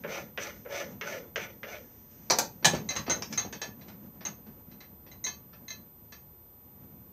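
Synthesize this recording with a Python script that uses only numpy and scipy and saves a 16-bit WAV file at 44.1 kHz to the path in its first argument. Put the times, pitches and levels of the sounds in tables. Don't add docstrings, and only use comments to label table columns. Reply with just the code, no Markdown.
import sys
import numpy as np
from scipy import signal
from scipy.fft import rfft, irfft, next_fast_len
from scipy.io import wavfile
from scipy.ndimage import uniform_filter1d

SR = 44100
rng = np.random.default_rng(int(sys.argv[2]) if len(sys.argv) > 2 else 0)


def log_audio(samples):
    frames = np.atleast_2d(samples).T
    limited = np.clip(frames, -1, 1)
    pcm = np.round(limited * 32767).astype(np.int16)
    wavfile.write(sys.argv[1], SR, pcm)


N = 313992
TAIL = SR // 2

# pitch_hz, t60_s
WORKSHOP_DECAY = [(100, 0.47), (500, 0.27), (2000, 0.21), (6000, 0.2), (14000, 0.2)]
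# time_s, rustle_db, swish_db
SLEEVE_MOVES = [(0.0, -50.5, -64), (0.2, -53.5, -75), (0.54, -56.5, -63), (1.01, -49.5, -68),
                (1.13, -48.5, -69), (1.53, -57.5, -75), (1.78, -55, -61.5), (2.24, -56.5, -62),
                (2.72, -50, -69.5), (2.85, -47, -60.5), (3.25, -48.5, -57), (3.55, -50, -68),
                (3.73, -50.5, -70), (4.96, -55.5, -77), (5.69, -57, -80.5), (6.45, -63, -80.5),
                (6.88, -57, -80), (7.12, -54, -78.5)]
# pitch_hz, density_db
RUMBLE_SPECTRUM = [(15, -49), (25, -28.5), (48, -3.5), (104, -0.5), (190, -15), (253, -13), (303, -29),
                   (328, -9), (612, -20), (881, -17.5), (1640, -31.5), (4190, -39), (5880, -36.5),
                   (9640, -47.5), (12500, -40), (16200, -76), (22000, -120)]
CLOTH_SPECTRUM = [(53, -39), (90, -5), (130, -3), (214, 1.5), (375, -15), (540, -13.5), (668, -20.5),
                  (963, -20), (4010, -43), (5890, -39), (9000, -47), (11700, -71.5), (19800, -120)]
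SWISH_SPECTRUM = [(1000, 2.5), (1500, 1.5), (3000, -6.5), (4300, -11), (5300, -3.5), (6100, 3), (7200, -10),
                  (10000, -15.5), (13000, -21)]

# start_s, grip_s, time_to_top_speed_s, length_s, top_teeth_per_s,
# bite_db, hiss_db, shudder_db, blade_db, jolt_db
FILE_STROKES = [ (0.037, 0.053, 0.11, 0.15, 874, -43.5, -45, -35, -38, -32.5),
                (0.375, .025, 0.061, 0.1, 642, -41.5, -43.5, -41, -39.5, -39),
                (0.65, 0.078, .115, 0.16, 720, -39, -41, -31, -37, -36.5),
                (1.014, 0.034, 0.09, 0.14, 666, -41.5, -44, -30.5, -39, -61),
                (1.359, .02, 0.053, 0.091, 740, -44.5, -49, -40, -38.5, -33),
                (1.632, 0.043, .08, 0.13, 725, -47, -50, -37.5, -44, -38)]
# lower_at_start_db, sag_db_per_s, release_db_per_s
STROKE_SHAPES = [(13.5, 4, 208), (28.3, 67, 146), (18.3, 12, 161.5), (26.6, 35, 260)]
# pitch_hz, width_hz, level_db
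WOOD_RESONANCES = [(577, 91, 6.5), (916, 13, -1), (1197, 5.8, -0.5), (1489, 60, 4.5), (1700, 36, 6),
                   (2090, 136, -5.5), (2250, 9.3, -2.5), (2480, 17, -32), (2827, 57, -2), (3250, 58, -5),
                   (3460, 62, -2), (5970, 350, -0.5), (11820, 180, -18)]
# start_s, tap_db, brightness_hz, thump_db
FILE_LANDINGS = [(0.038, -45, 2960, -37.5), (0.376, -35, 3970, -43.5), (0.652, -57, 1994, -43.5),
                 (1.012, -36.5, 5200, -63), (1.359, -32.5, 7100, -43), (1.632, -41.5, 4120, -47)]
# pitch_hz, density_db
RASP_SPECTRUM = [(150, -59), (250, -9), (371, -1.5), (565, -18.5), (893, -7.5), (962, -15), (1430, -4),
                 (2260, -6), (2790, -25), (4800, -32), (6240, -46), (10600, -120)]
FIBRE_SPECTRUM = [(2200, -40), (3800, -10.5), (4400, -7.5), (5300, -4.5), (5750, -0.5), (6150, 4.5),
                  (6600, -7.5), (7500, -17), (10000, -21.5), (11300, -21.5), (11900, -29), (12700, -26),
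                  (15000, -30)]
TAP_SPECTRUM = [(200, -41), (450, 7), (800, -5), (1500, 8), (2100, 9), (3200, 0.5), (4300, -11),
                (6200, -0.5), (7500, -23), (14000, -72)]

# start_s, clatter_db, crack_db, ring_db
FILE_DROPS = [(2.2998, -26.5, -58, -35.5), (2.306, -22, -39.5, -32), (2.3863, -25, -32, -35.5)]
# start_s, knock_db, thud_db
JAW_KNOCKS = [(2.626, -52, -45.5), (2.672, -36, -32), (2.734, -41, -28.5), (3.065, -44.5, -50),
              (3.08, -44.5, -35), (3.164, -60, -40.5), (3.21, -69, -46.5), (3.449, -53, -40),
              (4.208, -53, -51), (4.465, -63.5, -60), (5.065, -59.5, -54.5), (5.531, -56.5, -64)]
# start_s, clank_db, ring_db
FREEING_BLOWS = [(2.646, -24, -25), (2.653, -20, -23.5)]
# start_s, ring_db, low_modes_extra_db, knock_db, jaw_ring_db,
# rebound_after_s, rebound_ring_relative_db, rebound_knock_relative_db
HANDLE_CLINKS = [(2.747, -44.5, -4, -42, -51, 0.029, -22, -12), (2.889, -32, 7, -46.5, -46.5, .015, -5, 5),
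                 (2.954, -43.5, 5, -46.5, -59, 0.0086, 9, 10), (3.097, -28.5, 0, -32.5, -45, .014, 1, -7),
                 (3.376, -27, -1, -41, -40, .018, -12, -5.5),
                 (3.526, -48, -9, -45.5, -46.5, 0.01, -12, -18),
                 (3.616, -40, 6, -41.5, -39.5, 0.0084, -9, -9),
                 (3.811, -63, 24, -58.5, -65, 0.01, -17, -10), (3.882, -64, 20, -54.5, -69, .012, -26, -7),
                 (4.251, -35, 0, -46, -53.5, 0.0081, -7.5, -0.5),
                 (4.714, -65, 17, -65, -66.5, .015, -14, -11),
                 (4.805, -57, 16, -55.5, -59, .01, -10, -12.5),
                 (5.115, -54.5, 12.5, -61, -73, 0.017, -20, -12),
                 (5.2407, -35.5, 0, -58, -64, .006, 3, 3.5), (5.264, -37, 4.5, -46, -40, .012, -10, -14),
                 (5.681, -44.5, 10, -61.5, -53, .023, 4.5, 5),
                 (6.122, -56.5, 8.5, -55.5, -53, .015, -14.5, -11)]
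# start_s, clack_db, tick_db
CARVING_CLACKS = [(3.222, -37, -56), (3.326, -40, -58.5), (3.333, -45, -51)]
# pitch_hz, density_db
CLATTER_SPECTRUM = [(53, -46), (90, -19), (177, -2.5), (250, -8), (315, 1.5), (397, -4.5), (491, 3.5),
                    (1440, -0.5), (1750, -5), (2570, -2), (3060, -15.5), (4500, 1.5), (5560, -4.5),
                    (6000, 4.5), (9000, -29), (11700, -53.5), (19800, -120)]
CRACK_SPECTRUM = [(4500, -32), (6800, 1), (8500, -4), (10000, -11), (12000, -0.5), (15500, -9.5)]
IRON_SPECTRUM = [(150, -13), (400, 3), (750, 8.5), (1500, 5.5), (2400, 3.5), (2900, -0.5), (4200, -3),
                 (5000, -2), (6200, -9), (7100, -18), (8500, -24.5), (11000, -33.5), (15000, -52)]
THUD_SPECTRUM = [(35, -29), (65, -4), (150, -6), (260, -5.5), (450, -4.5), (900, -13.5), (2000, -38.5)]
SLAM_SPECTRUM = [(53, -46.5), (90, -19), (167, -3.5), (332, -20), (765, -2.5), (1450, -16), (1690, -10),
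                 (1840, -16), (2430, -13.5), (2760, -17), (3140, -9.5), (5030, -11.5), (6240, -7),
                 (9780, -27.5), (15000, -26.5)]
TICK_SPECTRUM = [(3500, -14.5), (5500, 6), (7000, -5), (9000, -7), (10000, -17.5), (12500, -19),
                 (15500, -26.5)]
CLACK_SPECTRUM = [(300, -5), (900, -5.5), (2200, -2.5), (3000, -7), (4200, -10.5), (5100, 3.5), (6200, 1),
                  (6900, -8.5), (8000, -28), (12000, -23.5), (15000, -34)]
# pitch_hz, level_db, t60_s
BLADE_MODES = [(1392, -3, 0.17), (2300, -5.5, .15), (4300, -3.5, .16), (4759, -1, .13), (5070, -2.5, 0.17),
               (5329, -2.5, 0.2), (5490, -8, .14), (6030, -1.5, .1), (6720, -3, 0.11), (9000, -11.5, .12),
               (11950, -25, 0.083)]
JAW_MODES = [(690, -15.5, .1), (1160, -10.5, 0.42), (1739, 0.5, 0.079), (2164, -7.5, 0.087),
             (2588, -0.5, .09), (3146, -4.5, .1), (3480, -6.5, 0.067), (4240, -7.5, .06), (4530, -1.5, .1),
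             (5370, -8, .07), (5770, 1.5, 0.072)]
SCREW_MODES = [(660, -10, 0.24), (769, -10, 0.055), (1740, 2.5, 0.059), (2390, -3, .06), (3050, -8, .14),
               (3790, -19, 0.081), (3980, -2.5, 0.11), (6420, -1, 0.07), (6180, -16.5, 0.16),
               (7810, -16.5, .12), (8640, -7, 0.075)]
HANDLE_MODES = [(2058, -9, 0.067), (3934, -12, 0.09), (4036, -7, 0.13), (5850, -10, .06),
                (6000, -8.5, 0.085), (6335, 4.5, 0.086), (6500, -4.5, 0.17), (6425, -3, 0.12),
                (6800, -13.5, 0.031), (8250, -25, 0.1), (8930, -27.5, .08), (9200, -31, .08),
                (10540, -29.5, 0.14)]


def from_db(db):
    return 10 ** (np.asarray(db) / 20)


def rms_one(x):
    return x / np.sqrt(np.mean(x ** 2) + 1e-20)


def unit_blow(x):
    return x / np.sqrt(np.sum(x ** 2) / (.03 * SR) + 1e-20)


def at_hz(points, hz):
    pitches_hz, values = np.transpose(points)
    return np.interp(np.log(np.maximum(hz, 1)), np.log(pitches_hz), values)


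def coloured(x, spectrum):
    size = next_fast_len(len(x) + 4096)
    size += size % 2
    hz = np.maximum(np.arange(size // 2 + 1) * SR / size, 1)
    octaves_out = np.abs(np.log2(hz / np.clip(hz, spectrum[0][0], spectrum[-1][0])))
    gain = from_db(at_hz(spectrum, hz) - 20 * np.minimum(octaves_out, 2))
    cepstrum = irfft(np.log(gain))
    cepstrum[1:size // 2] *= 2
    cepstrum[size // 2 + 1:] = 0
    return irfft(rfft(x, size) * np.exp(rfft(cepstrum)))[:len(x)]


def drift(per_s):
    knots = rng.standard_normal(int(N / SR * per_s) + 2)
    return rms_one(np.interp(np.arange(N) / SR * per_s, np.arange(len(knots)), knots))


def resonance(x, hz, width_hz):
    r = np.exp(-np.pi * width_hz / SR)
    feedback = [1, -2 * r * np.cos(2 * np.pi * hz / SR), r * r]
    return signal.lfilter(np.array([1, 0, -1]) * (1 - r * r) / 2, feedback, x + 1e-18)


def steep_resonance(x, hz, width_hz):
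    return resonance(resonance(x, hz, width_hz), hz, width_hz)


def add(track, start_s, sound):
    start = int(start_s * SR)
    track[start:start + len(sound)] += sound[:N - start]


def workshop(x, wet_db, build_s=0.0035):
    t = np.arange(TAIL) / SR
    white, hz = rfft(rng.standard_normal(TAIL)), np.fft.rfftfreq(TAIL, 1 / SR)
    edges_hz = [0, *np.geomspace(250, 8000, 6), SR]
    tail = np.zeros(TAIL)
    for low, high in zip(edges_hz, edges_hz[1:]):
        band = irfft(white * (hz >= low) * (hz < high), TAIL)
        tail += band * from_db(-60 * t / at_hz(WORKSHOP_DECAY, np.sqrt(2) * low))
    tail *= np.minimum(t / build_s, 1) ** 2
    response = from_db(wet_db) * tail / np.sqrt(np.sum(tail ** 2))
    response[0] = 1
    return signal.fftconvolve(x, response)[:len(x)] / np.sqrt(1 + from_db(2 * wet_db))


def knock(spectrum, t60_s, wet_db):
    chatter = rng.standard_normal(TAIL) * from_db(-60 * np.arange(TAIL) / SR / t60_s)
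    return unit_blow(workshop(coloured(chatter, spectrum), wet_db))


def ringing(modes, wet_db, contact_s, low_db=0, top_db=0):
    t, out = np.arange(TAIL) / SR, 0
    echoes = workshop(signal.unit_impulse(TAIL), wet_db)
    swell = 1 - np.exp(-t / contact_s)
    for hz, db, t60_s in modes:
        strength_db, detune = rng.standard_normal(2) * [1.5, .003]
        mode = np.sin(2 * np.pi * hz * (1 + detune) * t) * swell * from_db(-60 * t / t60_s)
        share_db = low_db * (hz < 5000) + top_db * (hz > 7500)
        in_room = unit_blow(signal.fftconvolve(mode, echoes)[:TAIL])
        out = out + from_db(db + strength_db + share_db) * in_room
    return unit_blow(out)


def room_tone(rumble_db=-59, whine_hz=13676, whine_db=-56, hiss_db=-76):
    rumble = from_db(rumble_db) * rms_one(coloured(rng.standard_normal(N), RUMBLE_SPECTRUM))
    cycles = np.cumsum(whine_hz + 1.5 * drift(2)) / SR
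    whine = from_db(whine_db) * np.sqrt(2) * np.sin(2 * np.pi * cycles)
    return rumble + whine + from_db(hiss_db) * rng.standard_normal(N)


def sleeves(flicker_db=3):
    t = np.arange(N) / SR
    times_s, rustle_db, swish_db = np.transpose(SLEEVE_MOVES)
    rubbing = rng.standard_normal(N) * from_db(flicker_db * drift(25))
    rustle = from_db(np.interp(t, times_s, rustle_db) + .5) * rms_one(coloured(rubbing, CLOTH_SPECTRUM))
    swish = from_db(np.interp(t, times_s, swish_db) - 1.5) * rms_one(coloured(rubbing, SWISH_SPECTRUM))
    return rustle + swish


def strokes(slow_teeth_per_s=480, surge_s=.05, skim_db=7.5, jolt_after_s=.016, jolt_width_s=.012):
    levels, teeth_per_s = np.zeros((4, N)), np.full(N, float(slow_teeth_per_s))
    for start_s, grip_s, rise_s, length_s, top_per_s, *layer_dbs, jolt_db in FILE_STROKES:
        t = np.arange(N) / SR - start_s
        surge = np.exp(-((t - rise_s) / surge_s) ** 2)
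        teeth_per_s += (top_per_s - slow_teeth_per_s) * surge
        grip = np.clip(t / grip_s, 0, 1) ** 2
        to_go = np.clip(1 - t / rise_s, 0, 1) ** 2
        past_top_s, past_end_s = np.maximum(t - rise_s, 0), np.maximum(t - length_s, 0)
        bite, hiss, shudder, blade = [
            grip * from_db(db - lower_db * to_go - sag * past_top_s - release * past_end_s)
            for db, (lower_db, sag, release) in zip(layer_dbs, STROKE_SHAPES)]
        shudder *= from_db(-skim_db * surge)
        jolt = (t > 0) * from_db(jolt_db) * np.exp(-((t - jolt_after_s) / jolt_width_s) ** 2)
        levels += [bite, hiss, shudder + jolt, blade]
    return levels, teeth_per_s


def carving(force, shares=np.ones(len(WOOD_RESONANCES))):
    return sum((-1) ** k * from_db(db) * shares[k] * resonance(force, hz, width_hz)
               for k, (hz, width_hz, db) in enumerate(WOOD_RESONANCES))


def filing(jitter=.07, tooth_share=.26, wander_db=3, rasp_db=-4, blade_db=-6, shudder_db=-7):
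    (bite, hiss, shudder, blade), teeth_per_s = strokes()
    teeth_passed = np.cumsum(teeth_per_s * (1 + jitter * drift(250))) / SR
    grain = from_db(2 * drift(300))
    catches = np.diff(np.floor(teeth_passed), prepend=0) * grain
    fibres = rms_one(rng.standard_normal(N) * np.exp(-2 * (teeth_passed % 1)) * grain)
    force = workshop(tooth_share * rms_one(catches) + fibres, wet_db=-2.5)
    shares = [from_db(wander_db * drift(25.06)) for _ in WOOD_RESONANCES]
    wood = rms_one(carving(force, shares))
    rasp = from_db(rasp_db) * rms_one(coloured(force, RASP_SPECTRUM))
    cut = rms_one(coloured(fibres, FIBRE_SPECTRUM))
    singing = from_db(blade_db) * rms_one(steep_resonance(force, hz=2340, width_hz=540))
    beat = np.sin(2 * np.pi * teeth_passed) + .27 * fibres
    rocking = workshop(steep_resonance(beat, hz=550, width_hz=390), wet_db=0)
    rocking *= from_db(shudder_db) / np.sqrt(uniform_filter1d(rocking ** 2, size=1500) + 1e-12)
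    return bite * (wood + rasp) + hiss * cut + blade * singing + shudder * rocking


def file_landings(flutter_db=7.5, ring_db=-13, thump_after_s=.009, thump_hz=510):
    out = np.zeros(N)
    for start_s, tap_db, tap_hz, thump_db in FILE_LANDINGS:
        for delay_s, db, bright_hz in ((0, tap_db, tap_hz), (thump_after_s, thump_db, thump_hz)):
            tap = unit_blow(coloured(signal.unit_impulse(TAIL), TAP_SPECTRUM))
            tap += from_db(flutter_db) * knock(TAP_SPECTRUM, t60_s=.15, wet_db=-8)
            tap += from_db(ring_db) * unit_blow(carving(tap))
            soft_contact = signal.butter(2, bright_hz, fs=SR, output="sos")
            add(out, start_s + delay_s, from_db(db) * unit_blow(signal.sosfilt(soft_contact, tap)))
    return out


def file_put_down():
    out = np.zeros(N)
    for start_s, clatter_db, crack_db, ring_db in FILE_DROPS:
        add(out, start_s, from_db(clatter_db) * knock(CLATTER_SPECTRUM, t60_s=.026, wet_db=1.5))
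        add(out, start_s, from_db(crack_db) * knock(CRACK_SPECTRUM, t60_s=.073, wet_db=-8.5))
        add(out, start_s, from_db(ring_db) * ringing(BLADE_MODES, wet_db=-9, contact_s=.0005))
    return out


def iron_blow(knock_db, jaw_db, thud_db):
    return (from_db(knock_db) * knock(IRON_SPECTRUM, t60_s=.06, wet_db=5)
            + from_db(jaw_db) * ringing(JAW_MODES, wet_db=0, contact_s=.0022)
            + from_db(thud_db) * knock(THUD_SPECTRUM, t60_s=.099, wet_db=-5.5))


def slack_jaw():
    out = np.zeros(N)
    for start_s, knock_db, thud_db in JAW_KNOCKS:
        add(out, start_s, iron_blow(knock_db, jaw_db=knock_db - 5.5, thud_db=thud_db))
    return out


def vise_freed():
    out = np.zeros(N)
    for start_s, clank_db, ring_db in FREEING_BLOWS:
        add(out, start_s, from_db(clank_db) * knock(SLAM_SPECTRUM, t60_s=.09, wet_db=-5.5))
        add(out, start_s, from_db(ring_db) * ringing(SCREW_MODES, wet_db=-3, contact_s=.00075))
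    return out


def swinging_handle():
    out = np.zeros(N)
    for start_s, ring_db, low_db, knock_db, jaw_db, *rebound in HANDLE_CLINKS:
        for delay_s, ring_change_db, body_change_db in ((0, 0, 0), rebound):
            ring = ringing(HANDLE_MODES, wet_db=-5, contact_s=.0014, low_db=low_db, top_db=-1.5)
            tick = from_db(knock_db - 10) * knock(TICK_SPECTRUM, t60_s=.066, wet_db=-.5)
            body = tick + iron_blow(knock_db, jaw_db, thud_db=knock_db - 6)
            clink = from_db(ring_db + ring_change_db) * ring + from_db(body_change_db) * body
            add(out, start_s + delay_s, clink)
    return out


def carving_lifted():
    out = np.zeros(N)
    for start_s, clack_db, tick_db in CARVING_CLACKS:
        add(out, start_s, from_db(clack_db) * knock(CLACK_SPECTRUM, t60_s=.044, wet_db=0))
        add(out, start_s, from_db(tick_db) * knock(TICK_SPECTRUM, t60_s=.022, wet_db=-9))
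    return out


def scene():
    hand_file = filing() + file_landings() + file_put_down()
    vise = vise_freed() + swinging_handle() + slack_jaw() + carving_lifted()
    return (hand_file + vise + sleeves() + room_tone())[None]


def record(dry, low_cut_hz=45, top_cut_hz=15500):
    low_cut = signal.butter(4, low_cut_hz, "high", fs=SR, output="sos")
    top_cut = signal.ellip(10, .1, 80, top_cut_hz, fs=SR, output="sos")
    return signal.sosfilt(top_cut, signal.sosfilt(low_cut, dry))


dry = scene()
out = record(dry)
log_audio(out)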